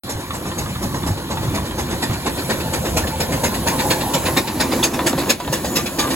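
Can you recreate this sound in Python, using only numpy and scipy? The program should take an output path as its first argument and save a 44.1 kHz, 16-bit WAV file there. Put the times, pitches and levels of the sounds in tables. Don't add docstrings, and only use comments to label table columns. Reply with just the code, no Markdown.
import sys
import numpy as np
from scipy import signal
from scipy.fft import rfft, irfft, next_fast_len
from scipy.io import wavfile
from scipy.ndimage import uniform_filter1d, map_coordinates

SR = 44100
rng = np.random.default_rng(int(sys.argv[2]) if len(sys.argv) > 2 else 0)


def bounce(signal):
    frames = np.transpose(np.atleast_2d(signal))
    limited = np.clip(frames, -1, 1)
    pcm = np.round(limited * 32767).astype(np.int16)
    wavfile.write(sys.argv[1], SR, pcm)


N = 271215
TIME = np.arange(N) / SR

ABREAST_S, SPEED_M_PER_S, TRACK_DISTANCE_M = 4.83, 3.43, 5.37
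FIRST_BEAT_S, SLOW_TURN_S, FAST_TURN_S, SPEED_UP_TURNS = .1066, .49, .462, 12.5
EAR_LAG_S, PORT_HZ = 0.00013, 6400

# frequency_hz, t60_s
TREE_DECAY = [(150, 0.39), (1500, 0.34), (12000, 0.047)]
# frequency_hz, side_over_mid_db
STEREO_WIDTH = [(60, -18), (250, -21.5), (600, -12), (1500, -14), (3000, -5), (5500, -4.5), (7000, 0),
                (16000, -28)]
# frequency_hz, level_db
RUMBLE_SPECTRUM = [(15, -55), (30, -30), (48, -6), (80, 0.5), (105, -3), (160, -2.5), (220, -7.5),
                   (400, -39.5)]
DRUM_SPECTRUM = [(100, -36), (200, -1), (260, 1.5), (350, 0.5), (430, -8.5), (700, -35.5)]
ROAR_SPECTRUM = [(280, -5.5), (420, -6.5), (530, 0), (640, 5.5), (760, 1.5), (950, -20.5)]
RAIL_SPECTRUM = [(550, -12), (780, -3.5), (930, -1), (1080, -0.5), (1220, -6), (1400, -12.5), (1800, -10.5),
                 (3000, -49)]
RATTLE_SPECTRUM = [(400, -11), (1000, -1), (1700, -6), (4000, -17), (7000, -22)]
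KNOCK_SPECTRUM = [(100, -22), (250, 3.5), (900, -0.5), (2000, -1.5), (4000, 4.5), (8000, -18), (16000, -30)]
RUSH_SPECTRUM = [(700, -74), (1400, 8), (2200, 2.5), (4400, 5), (5500, -7.5), (8000, -35)]
LEAK_SPECTRUM = [(3500, -16), (5800, -3), (7100, -3.5), (8300, 1.5), (9100, -1.5), (10200, 5), (12000, 1),
                 (13500, 5.5), (16000, -5)]
HISS_SPECTRUM = [(3000, -92), (5000, 5.5), (5800, 0), (7200, 2.5), (9000, 5), (12000, -1), (16000, -3)]
RASP_SPECTRUM = [(600, -72), (1350, 2.5), (2000, 1.5), (3000, 0), (4800, 1.5), (6000, -26), (9000, -50)]
BARK_SPECTRUM = [(60, -32), (160, -4.5), (280, 4), (700, -4), (1300, -8), (1900, -30), (4000, -72)]
SINGING_SPECTRUM = [(600, -43), (780, -2.5), (1080, 0.5), (1350, -44)]
WHISTLE_SPECTRUM = [(6500, -40), (7050, -12), (7600, -44)]
# centre_hz, width_hz, lift_db
SINGING_RESONANCES = [(803, 70, 7), (904, 95, 12), (1060, 70, 9.5)]
CHIMNEY_RESONANCES = [(292, 320, 3), (540, 54, 5.5), (855, 38, 4.5), (1810, 270, 3.5), (2453, 610, 5),
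                      (3550, 530, 1), (4020, 240, 4), (6400, 200, 6)]
RUSH_RESONANCES = [(1740, 110, 3.1), (2340, 86, 8.4), (3500, 270, 0.83), (4000, 330, 2.3)]
# time_s, level_db
RUMBLE_LEVELS = [(0.05, -32), (.35, -30.5), (.72, -25), (1.12, -25), (1.24, -32), (1.34, -24.5),
                 (1.55, -24.5), (1.72, -28.5), (2.05, -28), (2.3, -30), (2.75, -26), (3.85, -26.5),
                 (4.6, -29.5), (5.2, -30), (5.42, -32), (6.15, -30.5)]
SINGING_LEVELS = [(0, -76), (2.3, -47), (3.1, -38.5), (3.42, -32), (3.93, -30), (4.3, -32.5), (4.7, -38),
                  (6.15, -61)]
RATTLE_LEVELS = [(0, -40), (1.2, -32), (1.45, -32), (2.2, -31), (4, -31), (5.4, -31), (6.15, -27)]
# time_s, drum_db, roar_db, rail_db
ROLLING_LEVELS = [(0.05, -36, -44, -33.5), (0.29, -37, -43, -34.5), (1.7, -33, -39, -33),
                  (2.29, -33.5, -37, -33), (2.49, -33, -32.5, -32), (3.12, -38, -32, -37),
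                  (3.75, -28.5, -29.5, -31), (4.5, -29, -37, -30.5), (4.98, -24, -26.5, -26),
                  (5.42, -29.5, -35.5, -34.5), (6.0, -32, -35, -32.5), (6.15, -26, -27, -25.5)]
# peak_s, width_s, pitch_hz, level_db
FLANGE_SQUEAKS = [(2.67, 0.017, 880, -28), (3.044, 0.0045, 1740, -25), (3.14, 0.013, 882, -24.5),
                  (3.45, 0.017, 938, -23.5), (3.68, 0.016, 933, -27), (3.86, 0.01, 830, -26),
                  (3.96, 0.015, 857, -23.5), (4.075, 0.013, 746, -28), (5.8, 0.016, 1190, -27),
                  (6.006, 0.009, 1190, -24), (6.051, 0.016, 1182, -21.5)]
# start_s, pitch_hz, level_db
FRAME_THUMPS = [(0.155, 86.5, -17.5), (0.841, 186, -13), (1.109, 101, -15), (1.473, 117, -19),
                (2.096, 110, -12.5), (3.85, 103, -19), (4.136, 260, -16), (4.751, 270, -20),
                (5.06, 343, -13.5), (5.133, 254, -13), (5.15, 155, -16.5), (5.498, 140, -15),
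                (5.675, 273, -24), (5.99, 243, -16.5)]
STEEL_CLINKS = [(.587, 6500, -16.5), (1.317, 3940, -23), (1.368, 3950, -34), (4.829, 3450, -8.5)]
# start_s, level_db, pitch_hz
GEAR_KNOCKS = [(.306, -21.5, 1330), (0.455, -25.5, 1050), (.515, -23.5, 1200), (.659, -24, 1200),
               (.752, -25, 1210), (.815, -36, 1200), (0.944, -21, 1040), (1.031, -25, 1200),
               (1.29, -29, 900), (1.316, -31, 600), (1.371, -18.5, 1000), (1.43, -32, 1600),
               (1.479, -27, 1000), (1.548, -24, 900), (1.575, -17.5, 940), (1.71, -26, 1500),
               (1.79, -32, 1000), (1.89, -24, 1000), (2.026, -18, 800), (2.265, -16, 910),
               (2.855, -21, 605), (3.07, -22.5, 2200), (4.284, -14, 600), (4.365, -14.5, 950),
               (4.722, -12.5, 520), (4.792, -20, 794), (4.991, -13, 1000), (5.004, -23, 995),
               (5.129, -12, 696), (5.178, -14.5, 593), (5.401, -18, 900), (5.447, -27, 1500),
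               (5.476, -16, 744), (5.645, -18.5, 556), (6.041, -19.5, 1310), (6.074, -21.5, 1300)]
# frequency_hz, level_db, t60_s
GEAR_MODES = [(268, 0, 0.14), (343, 3.5, 0.33), (525, -3, 0.1), (739, -7, 0.17), (840, -1, 0.026),
              (1002, -0.5, 0.13), (1215, -2.5, 0.099), (1543, -17.5, 0.065), (1843, -2, 0.17),
              (2490, -6, 0.07), (3560, 12, 0.1)]
# time_s, rush_db, leak_db
STEAM_LEVELS = [(0.05, -39.5, -43.5), (0.32, -42, -42), (1.82, -39, -41.5), (2.44, -38.5, -36),
                (3.34, -38, -37.5), (3.92, -37, -31), (5.06, -42, -37.5), (5.4, -40, -39),
                (5.88, -41.5, -37.5), (6.15, -40, -34)]
# time_s, fizz_db, whistle_db
STEAM_TREBLE = [(0, -14, -56), (2, -6, -66), (2.8, -3, -70), (4, -1, -70), (5.2, -2.5, -67),
                (5.55, 0.5, -46), (6.15, -4, -54)]
# frequency_hz, gain_db
FIZZ_BAND = [(12000, -43.0), (13500, 4.5)]
# valve_error_s, jet_width_s, bark_width_s, hiss_db, rasp_db, bark_db
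EXHAUST_BEATS = [(0.0029, 0.0087, 0.012, -18, -16, -15), (-0.012, 0.0072, 0.017, -28.5, -24, -24.5),
                 (0.0031, 0.0092, 0.013, -19, -18.5, -15), (0.0086, 0.012, 0.017, -26.5, -22.5, -19)]
# time_s, gain_db
WEAK_BEAT_GAINS = [(.2, 0), (.95, -0.5), (1.2, -1), (2.1, 1), (2.4, 0), (3.35, 0), (3.8, 0), (4.5, -1),
                   (4.95, -2.5), (5.4, -7), (5.9, -1.5)]
# time_s, hiss_db, rasp_db, bark_db
BLAST_GAINS = [(0.1, 9, 5.5, -0.5), (.35, 5.5, 5, 0.5), (.6, 7, 7, 1), (1.08, 6, 5, 3.5),
               (1.35, 1.5, 5.5, 3), (1.8, 3.5, 7, 0.5), (2.03, 3.5, 6.5, 1.5), (2.5, -1.5, 7.5, 1),
               (3.0, 4, 3, 2.5), (3.45, 1.5, 2.5, 0.5), (3.69, 1, 4.5, 1), (3.9, -1, 3, 1),
               (4.15, -0.5, 1, 2.5), (4.27, 0.5, 0.5, 0.5), (4.38, -0.5, 1.5, 0.5), (4.61, -1.5, 2, 0),
               (4.85, 1.5, -0.5, -3.5), (5.08, 1.5, 0, -4.5), (5.3, 4, 4, 1), (5.54, -2.5, -2, -2),
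               (5.77, 2.5, 2, -1.5), (6.15, 2.5, 5, 0)]
# delay_s, gain_db
CHIMNEY_REFLECTIONS = [(.0011, -13), (.00203, -16.5)]


def amp(db):
    return 10 ** (np.asarray(db) / 20)


def along(points, hz):
    knots_hz, values = np.transpose(points)
    return np.interp(np.log(hz + 1), np.log(knots_hz + 1), values)


def curves(rows):
    times, *columns = np.transpose(rows)
    return [np.interp(TIME, times, column) for column in columns]


def wobble(rate_hz):
    return map_coordinates(rng.standard_normal(int(N * rate_hz / SR) + 4), [TIME * rate_hz])


def filtered(x, response):
    size = next_fast_len(N + 8192)
    return irfft(rfft(x, size) * response(np.fft.rfftfreq(size, 1 / SR)), size)[..., :N]


def noise(spectrum, resonances=(), patchy_db=2):
    def response(hz):
        lift_db = sum(db / (1 + (2 * (hz - centre) / width) ** 2) for centre, width, db in resonances)
        spread = np.array([np.ones_like(hz), amp(along(STEREO_WIDTH, hz))])
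        return amp(along(spectrum, hz) + lift_db) * spread

    cells = signal.stft(rng.standard_normal((2, N)), nperseg=512)[2]
    patches = uniform_filter1d(rng.standard_normal(cells.shape[1:]), size=3, axis=0)
    patches = uniform_filter1d(patches, size=8, axis=1)
    patches = np.minimum(patches / np.sqrt(np.mean(patches ** 2)), 1)
    pair = signal.istft(cells * amp(patchy_db * patches), nperseg=512)[1][:, :N]
    pair = filtered(pair, response)
    return pair / np.std(pair[0])


def wandering(pair, share, rate_hz):
    position = np.arange(N) + np.cumsum(share * wobble(rate_hz))
    return np.array([map_coordinates(part, [position], mode='mirror') for part in pair])


def struck(t, t60_s, attack_s):
    t = np.maximum(t, 0)
    return (1 - np.exp(-t / attack_s)) * amp(-60 * t / t60_s)


def near(event_s):
    span = slice(max(0, int((event_s - .1) * SR)), int((event_s + .5) * SR))
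    return span, TIME[span] - event_s


def ahead(time_s):
    return SPEED_M_PER_S * (ABREAST_S - time_s)


def remoteness(time_s):
    return np.hypot(ahead(time_s), TRACK_DISTANCE_M) / TRACK_DISTANCE_M


def wheel_time(turns):
    slack = np.maximum(1 - turns / SPEED_UP_TURNS, 0)
    delay_s = (SLOW_TURN_S - FAST_TURN_S) * SPEED_UP_TURNS * (1 - slack ** 3) / 3
    return FIRST_BEAT_S + FAST_TURN_S * turns + delay_s


def stroke(peak_turn=0.88):
    turns = np.arange(16)
    phase = np.interp(TIME, wheel_time(turns), turns)
    return np.cos(2 * np.pi * (phase - peak_turn)) / remoteness(TIME)


def trees(x):
    hz, t, cells = signal.stft(rng.standard_normal((2, SR // 2)), SR, nperseg=256)
    decay = amp(-60 * t / along(TREE_DECAY, hz)[:, None])
    tail = signal.istft(cells * decay, SR, nperseg=256)[1]
    return signal.fftconvolve(x[None], tail / np.linalg.norm(tail[0]), axes=1)[:, :N]


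def rolling(load_swing_db=1.1):
    rumble_db = curves(RUMBLE_LEVELS)[0] - 0.5 + 1.6 * wobble(17)
    rumble = amp(rumble_db) * noise(RUMBLE_SPECTRUM, patchy_db=-1.4)
    drum_db, roar_db, rail_db = curves(ROLLING_LEVELS)
    drum = amp(drum_db + 1.7) * noise(DRUM_SPECTRUM, patchy_db=1)
    roar = amp(roar_db + 0.15) * noise(ROAR_SPECTRUM, [(511, 62, 13)], patchy_db=4.5)
    rail = amp(rail_db - 4) * noise(RAIL_SPECTRUM, [(920, 78, 2.1)], patchy_db=2.5)
    flutter = amp(1.6 * wobble(35))
    return (rumble + (drum + roar + rail) * flutter) * amp(load_swing_db * stroke())


def singing_rails():
    song = noise(SINGING_SPECTRUM, SINGING_RESONANCES, patchy_db=6)
    level_db = curves(SINGING_LEVELS)[0] + 1.3 * wobble(28)
    return amp(level_db) * wandering(song, share=.045, rate_hz=14)


def rattling_chains(median_ticks_per_s=30):
    chance = median_ticks_per_s / SR * amp(4 * wobble(8))
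    ticks = (rng.random(N) < chance) * amp(rng.uniform(-9, 0, N))
    envelope = signal.fftconvolve(ticks, struck(TIME[:SR // 10], t60_s=.035, attack_s=0.0002))[:N]
    return amp(curves(RATTLE_LEVELS)[0]) * envelope * noise(RATTLE_SPECTRUM, patchy_db=3)


def flange_squeaks():
    squeaks = np.zeros(N)
    slip = 0.25 * wobble(120)
    for peak_s, width_s, pitch_hz, db in FLANGE_SQUEAKS:
        span, t = near(peak_s)
        envelope = amp(db + 1) * np.exp(-.5 * (t / width_s) ** 2)
        squeaks[span] += envelope * np.sin(2 * np.pi * pitch_hz * t + slip[span])
    return squeaks


def ringing_impacts(events, t60_s, attack_s):
    ring = np.zeros(N)
    for start_s, pitch_hz, db in events:
        span, t = near(start_s)
        ring[span] += amp(db) * struck(t, t60_s, attack_s) * np.sin(2 * np.pi * pitch_hz * t)
    return ring


def gear_knocks(slope_db_per_octave=11):
    knocks = np.zeros((2, N))
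    contact = noise(KNOCK_SPECTRUM, patchy_db=4.5)
    mode_hz, mode_db, t60_s = np.transpose(GEAR_MODES)[:, :, None]
    for start_s, db, pitch_hz in GEAR_KNOCKS:
        span, t = near(start_s)
        colour = lambda hz: amp(-slope_db_per_octave * abs(np.log2((hz + 1) / pitch_hz)))
        strength, detune, phase = rng.standard_normal((3, len(GEAR_MODES), 1))
        tones = np.sin(2 * np.pi * (mode_hz * (1 + 0.0367 * detune) * t + phase))
        modes = amp(mode_db + 3.2 * strength) * struck(t, t60_s, attack_s=0.0006) * tones
        knocks[0, span] += amp(db - 5) * (colour(mode_hz) * modes).sum(0)
        burst = irfft(rfft(contact[:, span]) * colour(np.fft.rfftfreq(len(t), 1 / SR)), len(t))
        clatter = amp(db - 6) * struck(t, t60_s=.1, attack_s=0.0005) * burst / np.std(burst[0])
        crack = amp(db - 13) * struck(t, t60_s=.014, attack_s=0.0001) * contact[:, span]
        knocks[:, span] += clatter + crack
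    return knocks


def escaping_steam(leak_swing_db=1.5):
    rush_db, leak_db = curves(STEAM_LEVELS)
    rush = amp(rush_db + 1.2 + 0.65 * wobble(25.2)) * noise(RUSH_SPECTRUM, RUSH_RESONANCES, patchy_db=4)
    leak = amp(leak_db + leak_swing_db * stroke() + 4) * noise(LEAK_SPECTRUM, patchy_db=4)
    narrow_band = noise(WHISTLE_SPECTRUM, [(7000, 200, 14)])
    whistle_db = curves(STEAM_TREBLE)[1] + 5.8 * wobble(18)
    whistle = amp(whistle_db) * wandering(narrow_band, share=.012, rate_hz=12)
    return rush + leak + whistle


def puff(t, width_s, linger=0.12, drain_s=0.016):
    opening = np.exp(-abs(t / (1.25 * width_s)) ** 4.3)
    seep = np.exp(-(t / 0.018) ** 2)
    rise = .982 * opening + .018 * seep
    fall = (np.exp(-abs(t) / width_s) + linger * np.exp(-abs(t) / drain_s)) / (1 + linger)
    return np.sqrt(np.where(t < 0, rise, fall))


def blast_envelopes(beat_count=52):
    envelopes = np.zeros((3, N))
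    falloff_powers = np.array([1.96, 2.41, 0.9])
    for beat in range(beat_count):
        valve_error_s, jet_width_s, bark_width_s, *levels_db = EXHAUST_BEATS[beat % 4]
        beat_s = wheel_time(beat / 4) + valve_error_s
        span, t = near(beat_s)
        distance = remoteness(beat_s)
        gains = amp(levels_db) / distance ** falloff_powers
        if beat % 2:
            gains *= amp(np.interp(beat_s, *np.transpose(WEAK_BEAT_GAINS)))
        widths_s = np.array([jet_width_s, jet_width_s, bark_width_s]) * distance ** 0.26
        envelopes[:, span] += gains[:, None] * puff(t, widths_s[:, None])
    return envelopes * amp(curves(BLAST_GAINS))


def exhaust():
    hiss_envelope, rasp_envelope, bark_envelope = blast_envelopes()
    hiss = amp(1.5) * hiss_envelope * noise(HISS_SPECTRUM, CHIMNEY_RESONANCES, patchy_db=6.5)
    rasp = amp(-1.32) * rasp_envelope * noise(RASP_SPECTRUM, CHIMNEY_RESONANCES, patchy_db=4.5)
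    bark = amp(-3) * bark_envelope * noise(BARK_SPECTRUM, CHIMNEY_RESONANCES, patchy_db=1)
    jet = (bark + rasp + hiss) * amp(0.37 * wobble(450))
    drift = 1 + 0.024 * wobble(3.94)
    echoes = np.zeros((2, N))
    for delay_s, db in CHIMNEY_REFLECTIONS:
        position = (TIME - delay_s * drift) * SR
        echoes += amp(db) * np.array([map_coordinates(part, [position]) for part in jet])
    return jet + echoes


def pass_by(mid, side):
    bearing_sine = ahead(TIME) / (TRACK_DISTANCE_M * remoteness(TIME))
    shift = EAR_LAG_S * bearing_sine * SR / 2
    ears = np.array([mid + side, mid - side])
    low = filtered(ears, lambda hz: hz < PORT_HZ)
    left = map_coordinates(low[0], [np.arange(N) - shift])
    right = map_coordinates(low[1], [np.arange(N) + shift])
    return ears - low + np.array([left, right])


def scene():
    chuffs = exhaust()
    steam = chuffs + amp(-15.5) * trees(chuffs[0]) + escaping_steam()
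    fizz = filtered(steam, lambda hz: amp(along(FIZZ_BAND, hz)))
    steam += (amp(curves(STEAM_TREBLE)[0]) - 1) * fizz
    wheels = rolling() + singing_rails() + gear_knocks()
    clinks = ringing_impacts(STEEL_CLINKS, t60_s=0.038, attack_s=0.00032)
    thumps = amp(2.5) * ringing_impacts(FRAME_THUMPS, t60_s=0.1, attack_s=0.0019)
    wheels[0] += clinks + thumps + flange_squeaks()
    mid, side = steam + wheels + rattling_chains()
    return pass_by(mid, side)


def microphone_ports(ears):
    def winding(hz):
        phase = np.pi * (hz - 6920) / 4450
        phase -= .2 * np.sin(4 * phase)
        return (hz >= PORT_HZ) * np.exp(1j * phase * np.array([[-1], [1]]))

    mid, side = (ears[0] + ears[1]) / 2, (ears[0] - ears[1]) / 2
    treble = filtered(mid, winding) + filtered(side, lambda hz: np.conj(winding(hz)))
    return filtered(ears, lambda hz: hz < PORT_HZ) + treble


def gain_control(x, threshold_db=-13.5, cut_db_per_db=13, time_constant_s=0.03):
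    power = uniform_filter1d(np.mean(x ** 2, axis=0), size=512)
    level_db = 10 * np.log10(abs(power) + 1e-12)
    t = TIME[:SR // 2]
    memory = t ** 2 * np.exp(-t / time_constant_s)
    excess_db = signal.fftconvolve(np.maximum(level_db - threshold_db, 0), memory / memory.sum())[:N]
    return x * amp(-cut_db_per_db * excess_db)


def record(dry):
    ceiling, start_s, top_hz = .93, .035, 16050
    balance = amp([[-.3], [.3]])
    compressed = gain_control(microphone_ports(dry) * balance)
    rounded = compressed / (1 + (compressed / ceiling) ** 8) ** (1 / 8)
    return filtered(rounded * (TIME > start_s), lambda hz: hz < top_hz)


dry = scene()
out = record(dry)
bounce(out)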